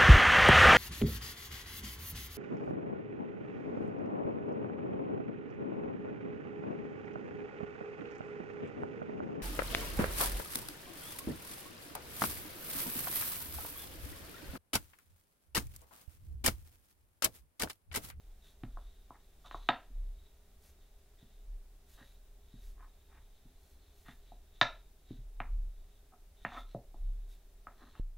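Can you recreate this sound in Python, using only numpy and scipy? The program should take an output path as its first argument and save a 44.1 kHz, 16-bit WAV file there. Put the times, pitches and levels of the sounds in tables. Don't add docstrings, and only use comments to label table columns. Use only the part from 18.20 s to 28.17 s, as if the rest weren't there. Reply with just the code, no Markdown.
import sys
import numpy as np
from scipy import signal
from scipy.fft import rfft, irfft, next_fast_len
from scipy.io import wavfile

SR = 44100
rng = np.random.default_rng(int(sys.argv[2]) if len(sys.argv) > 2 else 0)


def unload_wav(signal):
    wavfile.write(
        sys.argv[1],
        SR,
        np.round(np.clip(np.atleast_2d(signal).T, -1, 1) * 32767).astype(np.int16),
    )


N = 439677
TIME = np.arange(N) / SR

# (frequency [Hz], relative density [dB])
AIR_SPECTRUM = [(20, -79.5), (35, -79.5), (48, -82), (65, -79), (110, -97), (200, -100), (350, -104),
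                (408, -94), (470, -107), (650, -103), (1000, -112), (2500, -118), (8000, -129)]
RUMBLE_SPECTRUM = [(20, -11.5), (35, 11.5), (47, -11.5), (62, -5), (100, -24), (200, -33), (500, -50),
                   (5000, -84)]
PALM_SPECTRUM = [(500, -8.5), (1100, -10.5), (1650, 0.5), (2400, -5), (3500, 1), (4200, -3.5), (5300, -11),
                 (6300, -5.5), (7500, -15), (15000, -23)]
BRUSH_SPECTRUM = [(500, -6), (2000, -3.5), (5000, -2), (6600, -1.5), (8500, -3), (12000, -1.5),
                  (16000, -5.5)]
# (time [s], gain [dB])
BACKGROUND_GAIN = [(9.79, 2), (9.81, -0.5)]
# (delay [s], gain [dB])
ECHOES = [(.0026, -7), (.0063, -16.5), (.0118, -13.5), (0.0165, -15)]
# (frequency [Hz], t60 [s])
KITCHEN_DECAY = [(100, 0.13), (500, .3), (1500, 0.24), (4000, 0.29), (10000, 0.16)]
# (time of greatest weight [s], rumble level [dB])
STROKES = [(.11, -52.5), (.56, -41.5), (1.38, -50), (1.82, -39), (3.32, -44.5), (4.06, -59), (4.5, -45.5),
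           (6.06, -55), (6.5, -50), (7.02, -44.5), (7.331, -31.5), (8.44, -49), (8.87, -35.5)]
# (centre time [s], length [s], level [dB])
BRUSHES = [(.28, 0.11, -73.5), (1.32, 0.32, -78.5), (2.47, 0.1, -68.5), (3.72, 0.082, -69),
           (3.85, 0.23, -75), (4.46, .14, -71), (5.48, .19, -76), (5.86, 0.26, -73.5), (8.39, 0.066, -72.5),
           (9.12, 0.078, -71.5)]
# (centre time [s], length [s], level [dB], ring of the gripped pin [Hz])
PALM_SLIDES = [(0.274, 0.1, -71, 3770), (.68, .25, -79, 3700), (1.267, .035, -61, 3670),
               (1.344, 0.073, -64, 3820), (1.467, .18, -69.5, 3920), (2.034, 0.12, -80, 3780),
               (2.64, 0.098, -83, 3700), (3.011, 0.054, -77, 3650), (3.836, 0.24, -74.5, 3850),
               (4.388, 0.2, -78, 3800), (5.6, 0.62, -83.5, 4100), (5.893, 0.06, -66.5, 3610),
               (6.097, 0.14, -79, 3900), (6.365, 0.066, -74.5, 3680), (6.929, 0.12, -75, 3820),
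               (8.228, 0.11, -72.5, 3660), (8.361, .13, -61, 3600), (8.51, 0.081, -73.5, 4020),
               (9.126, 0.061, -77, 3700), (9.675, .22, -76, 4010)]
# (frequency [Hz], relative level [dB], t60 before added damping [s])
WOOD_MODES = [(78, -19, 0.12), (120.4, -8, 0.25), (222, -16, 0.067), (264, -9, 0.078), (351.3, -15, 0.042),
              (420.5, -16, 0.028), (560, -13, 0.19), (694, -4.5, 0.072), (870, -3.5, 0.044),
              (1030, -7.5, 0.045), (1234, -5, 0.038), (1318, 1, 0.044), (1451, -24.5, 0.017),
              (1706, -3, 0.029), (1814, -5.5, .05), (2120, -5.5, 0.045), (2440, -4.5, 0.047),
              (2810, -4, 0.013), (3020, -7, 0.013), (3210, -11, 0.021), (3710, -7, 0.059), (4030, -6, .03),
              (4780, -4.5, 0.011), (5660, -18.5, 0.032), (6520, -14.5, .02)]
# (centre time [s], length [s], level [dB], contact cut-off [Hz], favoured ring [Hz])
RATTLES = [(.952, 0.044, -63.5, 2260, 970), (1.259, 0.026, -54.5, 1460, 1030),
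           (3.804, 0.056, -59.5, 3400, 566), (4.626, 0.1, -62.5, 3260, 1030), (4.95, 0.14, -67, 2730, 140),
           (5.888, 0.069, -58, 3100, 1990), (7.935, 0.051, -72, 1430, 740), (8.34, 0.1, -60.5, 2490, 1830),
           (8.361, 0.072, -50.5, 2330, 720), (9.628, .11, -62, 2047, 230),
           (9.767, .062, -64.5, 3480, 199.5)]
# (time [s], strength [dB], contact cut-off [Hz], favoured ring [Hz])
THUDS = [(0.432, -11.5, 310, 115), (1.345, -24.5, 444, 300), (1.49, -17.5, 450, 280),
         (1.701, -35, 420, 240), (3.024, -27.5, 257.4, 210), (3.81, -31, 300, 199), (4.336, -22, 254, 219),
         (5.252, -29, 300, 135), (5.884, -24, 298, 191), (6.413, -8.5, 185, 160), (6.905, -13.5, 372, 267),
         (6.98, -21, 168, 127.6), (7.201, -17.5, 249, 150), (8.25, -18.5, 235, 200),
         (8.549, -12.5, 210, 113.6)]
# (time [s], strength [dB], contact cut-off [Hz], favoured ring [Hz])
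KNOCKS = [(0.4349, -26, 3680, 730), (0.571, -23, 1500, 1050), (.905, -23, 1160, 1010),
          (1.311, -20.5, 4000, 1040), (1.344, -14.5, 1300, 1098), (1.4883, 2, 3900, 794),
          (5.883, -29, 2583, 1254), (6.118, -27.5, 826, 737), (6.4128, 6.5, 6300, 1794),
          (7.202, -10.5, 2900, 760), (8.249, -7, 2800, 1800), (8.546, -10, 640, 600),
          (8.742, -29.5, 870, 339), (9.469, -18.5, 2030, 1270), (9.752, -33, 2500, 1300)]

PIN_RING_HZ = 3720
HARDEST_CONTACT_HZ = max(row[2] for row in KNOCKS)


def from_db(db):
    return 10 ** (np.asarray(db) / 20)


def unit_rms(x):
    return x / np.sqrt(np.mean(x ** 2) + 1e-20)


def at_hz(points, hz):
    known_hz, values = np.transpose(points)
    return np.interp(np.log(np.maximum(hz, 1)), np.log(known_hz), values)


def add(out, s, sound):
    start = max(round(s * SR), 0)
    out[start:start + len(sound)] += sound[:max(len(out) - start, 0)]


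def butterworth(x, hz, order, kind="low"):
    return signal.sosfilt(signal.butter(order, hz, kind, fs=SR, output="sos"), x + 1e-18)


def resonate(x, hz, width_hz):
    r = np.exp(-np.pi * width_hz / SR)
    feedback = [1, -2 * r * np.cos(2 * np.pi * hz / SR), r * r]
    return signal.lfilter(np.array([1, 0, -1]) * (1 - r * r) / 2, feedback, x)


def coloured(x, spectrum):
    size = next_fast_len(N)
    gain = from_db(at_hz(spectrum, np.fft.rfftfreq(size, 1 / SR)))
    return unit_rms(irfft(rfft(x, size) * gain, size)[:N])


def decay(t, t60):
    return np.exp(-np.log(1000) * t / t60)


def swell(s, length):
    span = np.abs(TIME - s) < length
    return span, np.exp(-np.abs(2 * (TIME[span] - s) / length) ** 3)


def wander(per_s):
    turns = rng.standard_normal(int(TIME[-1] * per_s) + 2)
    return unit_rms(np.interp(TIME * per_s, np.arange(len(turns)), turns))


def background():
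    air = from_db(-63.5) * coloured(rng.standard_normal(N), AIR_SPECTRUM)
    hiss = from_db(-74) * rng.standard_normal((2, N))
    return (air + hiss) * from_db(np.interp(TIME, *np.transpose(BACKGROUND_GAIN)))


def reverberation(x, tail_db=-12, build_s=0.0036):
    t = TIME[:SR // 2]
    edges_hz = np.geomspace(60, 15000, 10)
    tail = 0
    for low, high in zip(edges_hz, edges_hz[1:]):
        band = butterworth(rng.standard_normal(len(t)), [low, high], 2, "band")
        tail += band * decay(t, at_hz(KITCHEN_DECAY, np.sqrt(low * high)))
    tail *= (1 - np.exp(-t / build_s)) ** 2
    return from_db(tail_db) * signal.fftconvolve(x, tail / np.linalg.norm(tail))[:N]


def with_reflections(x):
    out = x.copy()
    for delay, db in ECHOES:
        add(out, delay, from_db(db) * x)
    return out


def weight(lean_db_per_s=150, ease_db_per_s=84.5, turn_s=0.058, resting_db=-63):
    power = from_db(resting_db + 1.5 * wander(per_s=1.7)) ** 2
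    for s, db in STROKES:
        away_s = np.hypot(TIME - s, turn_s) - turn_s
        slope = np.where(TIME < s, lean_db_per_s, ease_db_per_s)
        power += from_db(db - away_s * slope) ** 2
    return np.sqrt(power)


def table_rumble(sway_hz=35.18, rumble_db=-10):
    narrow_band = resonate(rng.standard_normal(next_fast_len(N)), sway_hz, width_hz=5)
    phase = np.angle(signal.hilbert(narrow_band)[:N])
    sway = unit_rms(butterworth(np.cos(phase), 39, order=8))
    return weight() * (sway + from_db(rumble_db) * coloured(rng.standard_normal(N), RUMBLE_SPECTRUM))


def table_bump(s=9.797, db=-29, hz=28.8, contact_hz=420):
    out, t = np.zeros(N), TIME[:SR // 2]
    add(out, s, from_db(db) * decay(t, t60=0.5) * np.cos(2 * np.pi * hz * t))
    return butterworth(out, contact_hz, order=3)


def slips(per_s, spread_db):
    sizes = from_db(spread_db * np.minimum(rng.exponential(1, N), 4))
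    return (rng.random(N) < per_s / SR) * sizes * rng.choice([-1, 1], N)


def hands(light_rub_db=-84.5, regrips_per_s=5.8, hands_off_s=9.8):
    friction = coloured(slips(per_s=2700, spread_db=4.5), PALM_SPECTRUM)
    brushing = coloured(slips(per_s=7900, spread_db=4), BRUSH_SPECTRUM)
    out = np.zeros(N)
    for s, length, db in BRUSHES:
        span, envelope = swell(s, length)
        out[span] += from_db(db) * envelope * brushing[span]
    for s, length, db, ring_hz in PALM_SLIDES:
        span, envelope = swell(s, length)
        rub = friction[span] + from_db(14) * resonate(friction[span], ring_hz, width_hz=190)
        out[span] += from_db(db) * envelope * unit_rms(rub)
    light_rub = unit_rms(friction + from_db(11) * resonate(friction, PIN_RING_HZ, width_hz=260))
    grip = from_db(light_rub_db + 3 * wander(regrips_per_s)) * (TIME < hands_off_s)
    return out + grip * light_rub


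def wood_ring(uneven_db, damping=1.5, dispersion=0.54):
    t = TIME[:SR // 6]
    ring = 0
    for hz, db, t60 in WOOD_MODES:
        envelope = from_db(db + uneven_db * rng.normal()) * decay(t, t60 / damping)
        ring += envelope * np.cos(2 * np.pi * hz * t - dispersion * np.sqrt(hz))
    return ring - butterworth(ring, 200, order=1)


def touch(ring, contact_hz, ring_hz, lift_db):
    faint_edge = from_db(-25) * butterworth(ring, contact_hz, order=2)
    ring = butterworth(ring, contact_hz, order=6) + faint_edge
    ring += (from_db(lift_db) - 1) * resonate(ring, ring_hz, width_hz=60 + ring_hz / 22)
    return ring / np.linalg.norm(ring)


def rattles(stutter_db=3.5):
    out = np.zeros(N)
    catches = unit_rms(slips(per_s=700, spread_db=1.5) * from_db(stutter_db * wander(per_s=110)))
    for s, length, db, contact_hz, ring_hz in RATTLES:
        span, envelope = swell(s, length)
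        ring = touch(wood_ring(uneven_db=3.5), contact_hz, ring_hz, lift_db=13)
        add(out, s - length, from_db(db) * signal.fftconvolve(catches[span] * envelope, ring))
    return out


def contacts(hard_above_db=-3, other_end_s=0.0028):
    rows = [(*thud, 4) for thud in THUDS]
    for s, db, contact_hz, ring_hz in KNOCKS:
        if db > hard_above_db:
            rows.append((s, db, contact_hz, PIN_RING_HZ, 12.5 * contact_hz / HARDEST_CONTACT_HZ))
            rows.append((s + other_end_s, db - 3, 0.45 * contact_hz, ring_hz, 13.5))
        else:
            rows.append((s, db, contact_hz, ring_hz, 7))
    return rows


def impacts(focus, damping, crack_db, crack_s=0.002, snap_s=0.0006):
    out = np.zeros(N)
    for s, db, contact_hz, ring_hz, lift_db in contacts():
        ring = wood_ring(uneven_db=2, damping=damping)
        t, noise = TIME[:len(ring)], rng.standard_normal(len(ring))
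        crack = from_db(crack_db) * noise * np.exp(-t / crack_s)
        blow = touch(ring + crack, contact_hz, ring_hz, focus * lift_db)
        snap = butterworth(noise * np.exp(-t / snap_s), 6500, order=3)
        blow += from_db(-24) * (contact_hz / HARDEST_CONTACT_HZ) ** 2 * snap / np.linalg.norm(snap)
        blow = butterworth(blow, contact_hz / 15, 2, "high")
        add(out, s, from_db(db) * blow)
    return out


def scene():
    rubbing = rattles() + hands()
    direct = impacts(focus=1.2, damping=1.6, crack_db=-5.5)
    all_round = impacts(focus=0.55, damping=3.6, crack_db=0)
    pin_and_hands = with_reflections(direct + rubbing) + reverberation(all_round + rubbing)
    return pin_and_hands + table_rumble() + table_bump() + background()


def record(dry, cutoff_hz=15750):
    return signal.sosfilt(signal.ellip(12, 0.1, 80, cutoff_hz, fs=SR, output="sos"), dry)


dry = scene()
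out = record(dry)
unload_wav(out)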